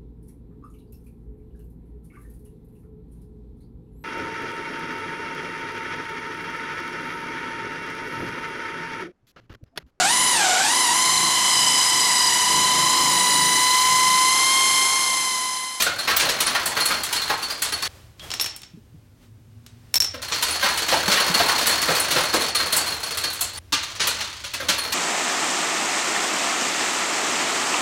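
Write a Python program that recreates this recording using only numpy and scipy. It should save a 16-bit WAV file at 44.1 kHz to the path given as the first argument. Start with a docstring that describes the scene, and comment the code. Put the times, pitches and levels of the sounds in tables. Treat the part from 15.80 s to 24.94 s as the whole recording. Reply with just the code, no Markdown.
"""A hard little kitchen, heard from one microphone: walls of small plastic dominoes collapse on a high
shelf, and pieces clack together and drop on wooden cabinets. Each big fall is a clack, a knock or a
ringing bounce, buried in near echoes, and stirs up a tumble of smaller contacts. In a pause, lighter
plastic pieces clink close by and the camera is handled. An appliance hums under the room air."""
import sys
import numpy as np
from scipy import signal
from scipy.fft import rfft, irfft, next_fast_len
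from scipy.io import wavfile

SR = 44100
rng = np.random.default_rng(int(sys.argv[2]) if len(sys.argv) > 2 else 0)


def unload_audio(sound):
    """Save the sound as a 16-bit wav file, at the path given as the first command line argument."""
    columns = np.transpose(np.atleast_2d(sound))
    # keep every value between -1 and 1, then stretch to whole-number steps
    steps = np.round(np.clip(columns, -1, 1) * 32767)
    wavfile.write(sys.argv[1], SR, steps.astype(np.int16))


N = 403074
NOW = np.arange(N) / SR
SIZE = 16384  # samples in one blow with its echoes
T, HZ = np.arange(SIZE) / SR, np.fft.rfftfreq(SIZE, 1 / SR)


def amp(db):
    """Decibels to gain."""
    return 10 ** (np.asarray(db) / 20)


def along(points, hz):
    """A curve of (freq_hz, value) points, read on a log frequency axis."""
    freqs, values = np.transpose(points)
    return np.interp(np.log(hz + 1), np.log(freqs + 1), values)


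def noise(gain):
    """Noise of rms 1, coloured by a gain function of frequency."""
    size = next_fast_len(N + SIZE)
    white = rfft(rng.standard_normal(size))
    coloured = irfft(white * gain(np.fft.rfftfreq(size, 1 / SR)), size)[:N]
    return coloured / np.sqrt(np.mean(coloured ** 2) + 1e-20)


def unit_power(response):
    """A frequency response scaled to mean power 1."""
    return response / np.sqrt(np.mean(abs(response) ** 2))


def pulse(spectrum):
    """Response of the most sudden pulse that has this spectrum (minimum phase)."""
    cepstrum = irfft(np.log(amp(along(spectrum, HZ))))
    cepstrum[1:SIZE // 2] *= 2
    cepstrum[SIZE // 2 + 1:] = 0
    return unit_power(np.exp(rfft(cepstrum)))


def ringing(modes, detune, count=1):
    """Response of count struck pieces, each tuned a little apart; every blow weights the modes anew."""
    hz, db, t60_s = np.transpose(list(modes) * count)[:, :, None]
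    hz = hz * (1 + detune * rng.standard_normal(hz.shape))
    width_hz = np.log(1000) / np.pi / t60_s
    gain = amp(db + 2 * rng.standard_normal(hz.shape)) * rng.choice([-1, 1], hz.shape)
    resonances = 1j * HZ / (hz ** 2 - HZ ** 2 + 1j * HZ * width_hz)
    return unit_power(np.sum(gain * np.sqrt(width_hz) * resonances, 0))


def strike(path, colours, levels_db, crest_db):
    """One blow: each colour goes down the path, the rms of its attack set crest_db under its level."""
    layers = irfft(path * np.array(colours), SIZE)
    attack_rms = np.sqrt(np.mean(layers[:, T < .025] ** 2, 1))
    return (amp(np.array(levels_db) - crest_db) / attack_rms) @ layers


# Moments when all ringing stops dead: time_s
DEAD_STOPS = [2.078, 4.184, 7.789, 10]

def add(out, start_s, sound):
    """Lay a sound in at start_s; it lasts until the next dead stop at most."""
    start = max(0, round(start_s * SR))
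    stop_s = min(s for s in DEAD_STOPS if s > start_s)
    stop = min(N, start + SIZE, round(stop_s * SR))
    out[start:stop] += sound[:max(0, stop - start)]


# Reverberation of the kitchen: freq_hz, t60_s
ROOM_DECAY = [(150, 0.42), (500, 0.42), (2500, 0.44), (7000, 0.29), (15000, 0.081)]

def kitchen(tail_db, early_t60_s):
    """Path from one spot to the microphone: cabinet echoes bury the direct sound, then a diffuse tail."""
    hz, t, bands = signal.stft(rng.standard_normal(SIZE), SR, nperseg=256)
    decay = amp(-60 * t / along(ROOM_DECAY, hz)[:, None])
    tail = signal.istft(bands * decay, SR, nperseg=256)[1][:SIZE]
    early = rng.standard_normal(SIZE) * amp(-60 * T / early_t60_s)
    return rfft(amp(tail_db) * tail / np.linalg.norm(tail) + early / np.linalg.norm(early))


# Room tone all round the microphone: freq_hz, relative_db
AIR_SPECTRUM = [(20, -42.5), (40, -8.5), (65, -8), (110, -1), (180, -17), (300, -18), (700, -31.5),
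                (2000, -37), (15000, -45.5)]
# An appliance in the room: start_s, end_s, pitch_hz, level_db
APPLIANCE_HUMS = [(0, 2.5, 76.6, -54), (3.18, 4.6, 109, -53), (3.25, 4.15, 238.3, -61),
                  (4.15, 15, 79.8, -50.5)]

def air_and_hum():
    """Steady room air and a wavering appliance hum, made of narrow bands of noise that come and go."""
    out = amp(-52) * noise(lambda hz: amp(along(AIR_SPECTRUM, hz)))
    for start, end, pitch_hz, db in APPLIANCE_HUMS:
        gate = np.interp(NOW, [start - .02, start, end, end + .02], [0, 1, 1, 0])
        out += amp(db) * gate * noise(lambda hz: 1 / (1 + ((hz - pitch_hz) / 9) ** 2))
    return out


# Dull low bumps of the camera body and the cabinets: start_s, level_db, pitch_hz
LOW_BUMPS = [(2.936, -32, 166), (2.97, -35.5, 222), (3.139, -34, 156), (5.278, -18, 190),
             (5.498, -19, 175.5), (7.928, -24, 280), (8.891, -25, 187)]
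# Contour of the rustle at the microphone: time_s, level_db
RUSTLE_LEVELS = [(2.17, -50.5), (2.37, -62.5), (2.44, -40), (2.68, -55), (2.9, -67), (3.36, -70.5),
                 (3.44, -57), (3.52, -74), (4.1, -59)]

def bumps_and_rustle():
    """Dull low bumps of the camera body and the cabinets, and a soft rustle while the camera moves."""
    out = np.zeros(N)
    partials = [(.5, -14), (1, 3.5), (1.85, -7)]  # pitch_ratio, relative_db
    for s, db, hz in LOW_BUMPS:
        thud = sum(amp(level) * np.sin(2 * np.pi * hz * ratio * T) for ratio, level in partials)
        envelope = amp(db - 60 * T / .086) * (1 - np.exp(-T / .0062))
        add(out, s, envelope * thud)
    rustle = noise(lambda hz: amp(along([(300, -1), (1500, -6), (4500, -9.5), (15000, -20)], hz)))
    return out + amp(np.interp(NOW, *np.transpose(RUSTLE_LEVELS))) * rustle


# Spectra of plastic faces, plastic edges, the shelf and the hollow cabinet: freq_hz, relative_db
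CLACK_SPECTRUM = [(400, -13), (1000, 1.5), (2000, 4), (3000, 7), (4200, 8), (5000, 5), (6300, 4.5),
                  (8500, -5), (15000, -46)]
SNAP_SPECTRUM = [(3500, -46), (6000, -4), (7500, 5), (10000, 5.5), (12500, 3), (15800, 1.5)]
KNOCK_SPECTRUM = [(250, -27), (700, -8.5), (1050, 0.5), (1500, 1.5), (2000, -1), (5000, -19.5)]
THUD_SPECTRUM = [(50, -29), (130, -8.5), (350, 1), (520, 0), (800, 7.5), (2500, -53)]

def impact_pulses():
    """Clack, snap, knock and thud at the point of contact, before the room colours them."""
    return map(pulse, [CLACK_SPECTRUM, SNAP_SPECTRUM, KNOCK_SPECTRUM, THUD_SPECTRUM])


# Modes of a light plastic piece: pitch_hz, relative_db, t60_s
LIGHT_MODES = [(5410, 0, .05), (5841, -13, .04), (10550, -21, .08), (12530, -18, .1), (13610, -19, .08)]
# Light pieces close to the microphone: start_s, level_db, snap_offset_db, ring_offset_db
CLOSE_CLINKS = [(2.3956, -36.5, -32, -18), (2.504, -25, -12, -10), (2.5156, -21, -20, -6),
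                (2.5385, -20.5, -10.5, -8), (2.5978, -16.5, -18.5, -1.5), (2.6107, -19, -5, 5.5),
                (2.643, -23, -9.5, -1), (2.6612, -22, -8, -11), (2.7633, -36.5, 6, -12),
                (2.818, -39.5, -2, -11), (2.833, -34.5, -21, -6.5), (3.8636, -39.5, -4.5, -20),
                (4.1412, -16, 2.5, 1), (4.156, -15.5, -4, 7), (4.1762, -25, -12, 2),
                (4.2025, -19.5, 1, 11.5), (4.2212, -18.5, -6, 0), (4.245, -23, -6, 1)]

def clinks():
    """Lighter pieces touch close by: a dry tick, then a higher ring that hangs in the room."""
    out = np.zeros(N)
    clack, snap, _, thud = impact_pulses()
    for s, db, snap_db, ring_db in CLOSE_CLINKS:
        near = kitchen(tail_db=-4.5, early_t60_s=.02)
        ring = ringing(LIGHT_MODES, detune=.007, count=3) * kitchen(tail_db=-2.5, early_t60_s=.026)
        levels_db = db + np.array([0, snap_db, -14, ring_db + 1.5])
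        add(out, s, strike(1, [clack * near, snap * near, thud * near, ring], levels_db, crest_db=10.5))
    return out


# Single notes among the falls: start_s, level_db, pitch_hz
MODE_PINGS = [(0.067, -16, 1460), (.366, -14, 14900), (.666, -18.5, 9700), (1.059, -20, 10400),
              (2.024, -35, 10400), (2.398, -36.5, 3300), (5.14, -14.5, 877), (6.09, -19, 484),
              (6.201, -18, 9600), (6.545, -18.5, 470)]

def pings():
    """Now and then a blow excites a single mode of a piece or of the wood."""
    out = np.zeros(N)
    for s, db, hz in MODE_PINGS:
        ring = ringing([(hz, 0, .025)], detune=.002)
        add(out, s, strike(kitchen(tail_db=-1.5, early_t60_s=.03), [ring], [db], crest_db=6))
    return out


# Modes of a domino and of the wooden cabinet: pitch_hz, relative_db, t60_s
DOMINO_MODES = [(4300, 0, .05), (9600, -12, .05), (10680, -14, .05)]
CABINET_MODES = [(160, -8.5, 0.085), (255, -10.5, 0.054), (472.5, -1.5, 0.046), (601, 2, 0.026),
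                 (698, -0.5, 0.068), (851, 3.5, 0.011)]
# Walls giving way up on the shelf:
# start_s, peak_s, end_s, level_db, fade_db_per_s, wood_offset_db, hardness_db
WALL_COLLAPSES = [(0, .45, 2.07, -34.5, 4, 3, -0.5), (4.389, 5.368, 6.68, -28, 2, 0.5, -1),
                  (6.736, 6.816, 7.78, -33, 8, 1, 1), (7.95, 8.313, 8.78, -33, 28, -5.5, -8.5),
                  (8.8, 8.95, 9.14, -39.5, 12, 2, 0.5)]

def tumble(contacts_per_s=45):
    """Many weaker pieces tip and skitter at random as each collapse builds and fades."""
    build_db, scatter_db = 7.5, 1.79
    stir_db, settle_s = 6, .098  # each big fall stirs up the loose pieces, which then settle
    wood_growth = 1.99  # the wood swells and fades this many times as far in dB as the plastic
    out = np.zeros(N)
    clack, snap, knock, thud = impact_pulses()
    fall_times = np.array([row[0] for row in DOMINO_CLACKS + WOOD_KNOCKS + FREE_BOUNCES])
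    for start, peak, end, db, fade_db_per_s, wood_db, hardness_db in WALL_COLLAPSES:
        for slot in np.arange(round(start * contacts_per_s), round(end * contacts_per_s)):
            s = (slot + rng.random()) / contacts_per_s
            swell_db = np.interp(s, [start, peak], [-build_db, 0]) - fade_db_per_s * max(0, s - peak)
            since_fall_s = s - fall_times[fall_times < s].max(initial=0)
            contact_db = db + stir_db * np.exp(-since_fall_s / settle_s)
            contact_db += scatter_db * rng.standard_normal()
            hard_db = swell_db + hardness_db
            parts_db = np.array([swell_db, hard_db - 5.5, wood_db + wood_growth * swell_db, hard_db - 1])
            wood = knock + amp(-2.5) * thud + amp(-3) * ringing(CABINET_MODES, detune=.0082)
            ring = ringing(DOMINO_MODES, detune=.019)
            room = kitchen(tail_db=1, early_t60_s=.1)
            add(out, s, strike(room, [clack, snap, wood, ring], contact_db + parts_db, crest_db=5))
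    return out


def contacts(gap_s, graze_db, bounce_db):
    """A grazing touch, the full blow gap_s later, and two weaker bounces."""
    times = gap_s * np.array([0, 1, 2 + rng.random(), 2 + 2 * rng.random()])
    return amp([graze_db, 0, bounce_db, bounce_db]) @ np.exp(-2j * np.pi * np.outer(times, HZ))


def fall(out, s, db, clack_db=0, snap_db=0, knock_db=0, thud_db=0, ring_db=0, pitch_ratio=1):
    """Add one domino landing: plastic clack, edge snap, the wood below and its ring, each offset from db."""
    sliding_gap_s, square_gap_s = .006, .0015  # dull hits slide into contact; bright ones land square
    gap_s = np.interp(snap_db - clack_db, [-20, 0], [sliding_gap_s, square_gap_s])
    touches = contacts(gap_s, graze_db=-6.5, bounce_db=-4.5)
    clack, snap, knock, thud = impact_pulses()
    room = kitchen(tail_db=-.5, early_t60_s=.09)
    treble_room = kitchen(tail_db=8.5, early_t60_s=.029)  # the treble has its own pattern of echoes
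    cabinet = thud + amp(2.5) * ringing(CABINET_MODES, detune=.0031)
    modes = [(hz * pitch_ratio, level, t60_s) for hz, level, t60_s in DOMINO_MODES]
    ring = ringing(modes, detune=.01, count=2) * kitchen(tail_db=2.5, early_t60_s=.069)
    colours = [clack * room, snap * treble_room, knock * room, cabinet * room, ring]
    levels_db = db + np.array([clack_db, snap_db, knock_db, thud_db, ring_db])
    add(out, s - gap_s, strike(touches, colours, levels_db, crest_db=12.5))


# Dominoes bouncing clear, out in the room: start_s, level_db, pitch_hz
FREE_BOUNCES = [(0.188, -15, 4300), (1.0032, -11, 4300), (1.056, -13.5, 4300), (1.1415, -19, 4280),
                (1.3621, -14, 4280), (1.4181, -15.5, 4250), (1.6259, -17, 4400), (1.701, -16.5, 4750),
                (1.8199, -20, 4400), (1.924, -13.5, 4400), (2.024, -14, 4440), (4.7074, -16.5, 4250),
                (5.5422, -8.5, 4300), (5.9102, -12.5, 4300), (6.6077, -13, 4280), (6.75, -8.5, 4280),
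                (6.924, -14.5, 4280), (7.068, -15.5, 4250), (7.232, -18.5, 4280), (7.4387, -12, 4280),
                (7.773, -23.5, 4300), (8.981, -15.5, 4250), (9.035, -20, 4340)]

def bounces():
    """A piece springs clear after a light contact and rings freely at its own pitch."""
    out = np.zeros(N)
    for s, db, hz in FREE_BOUNCES:
        ratio = hz / DOMINO_MODES[0][0]
        fall(out, s, db, clack_db=-4, snap_db=-8.5, knock_db=-10.5, thud_db=-14, pitch_ratio=ratio)
    return out


# Dominoes landing on the shelf and cabinets: start_s, level_db, thud_offset_db
WOOD_KNOCKS = [(0.0654, -15, -0.5), (0.2782, -9.5, -8), (0.3007, -11, -26.5), (0.7494, -10.5, -17.5),
               (0.919, -24.5, -3.5), (0.9676, -13, -7.5), (1.1073, -12, -6.5), (1.499, -11, 0),
               (4.3424, -27, 1.5), (4.8285, -9.5, -5), (4.8596, -11, -10.5), (5.1242, -11.5, 4),
               (5.2729, -38, -2.5), (5.374, -10, -31.5), (5.4214, -18, -24), (5.5952, -9.5, 1.5),
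               (5.6886, -12.5, -20), (6.086, -12.5, 0.5), (6.362, -13, 1), (6.386, -15, -14),
               (6.5386, -16, 5.5), (6.799, -15, -29), (8.8019, -21, -2.5), (9.0502, -22.5, -4.5)]

def knocks():
    """Plastic on wood, which damps the piece; the deeper it lands, the more the hollow cabinet booms."""
    out = np.zeros(N)
    for s, db, thud_db in WOOD_KNOCKS:
        fall(out, s, db, clack_db=-3, snap_db=-13, thud_db=thud_db, ring_db=-16)
    return out


# Domino striking domino, up on the shelf: start_s, level_db, hardness_db
DOMINO_CLACKS = [(.0014, -9, -6.5), (0.0211, -10, 1), (0.3647, -10.5, -3), (0.3986, -7, -10),
                 (0.4912, -10, -7), (0.6046, -9, -0.5), (0.6687, -11, -16.5), (.8583, -19, 8),
                 (1.056, -19.5, 7.5), (1.2345, -16.5, 2.5), (1.3276, -11, -2.5), (1.8216, -14.5, 4.5),
                 (1.8503, -17.5, -19.5), (2.0504, -17.5, -11), (4.5216, -11.5, -29), (4.626, -9.5, -2),
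                 (4.975, -13.5, -3.5), (5.0854, -12, -6), (5.318, -5.5, -10), (5.7821, -12, -6.5),
                 (5.8683, -13, 5.5), (6.017, -15, -0.5), (6.1514, -13.5, -3.5), (6.1978, -23, 9.5),
                 (6.3115, -10.5, -3), (6.5393, -13, -1.5), (6.926, -13, 2.5), (6.9664, -19, 13),
                 (7.3726, -16.5, 0.5), (7.5326, -32, 10.5), (7.61, -16.5, 7.5), (7.9271, -6.5, -12.5),
                 (8.0332, -17.5, -12), (8.2025, -9.5, -29.5), (8.26, -20, -22), (8.2395, -17.5, -18),
                 (8.2721, -11, -0.5), (8.4064, -16, -13.5), (8.6425, -20, -11.5), (8.7385, -15.5, -7),
                 (8.8883, -5.5, -8.5), (9.1243, -11.5, -4.5)]

def clacks():
    """Plastic on plastic: a square hit is hard and its edges snap, a sliding one is dull."""
    out = np.zeros(N)
    for s, db, hardness_db in DOMINO_CLACKS:
        fall(out, s, db, snap_db=hardness_db, knock_db=-14, thud_db=-16, ring_db=-11.5)
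    return out


def scene():
    """Everything in the kitchen, at one microphone."""
    dominoes = clacks() + knocks() + bounces() + pings() + tumble()
    return (dominoes + clinks() + bumps_and_rustle() + air_and_hum())[None]


def record(dry):
    """The camera rounds off the highest peaks and keeps nothing above its band limit."""
    ceiling, top_hz = .52, 15900
    rounded = dry / (1 + abs(dry / ceiling) ** 4) ** (1 / 4)
    size = next_fast_len(N + SIZE)
    passband = np.fft.rfftfreq(size, 1 / SR) < top_hz
    return irfft(rfft(rounded, size) * passband, size)[:, :N]


dry = scene()
out = record(dry)
unload_audio(out)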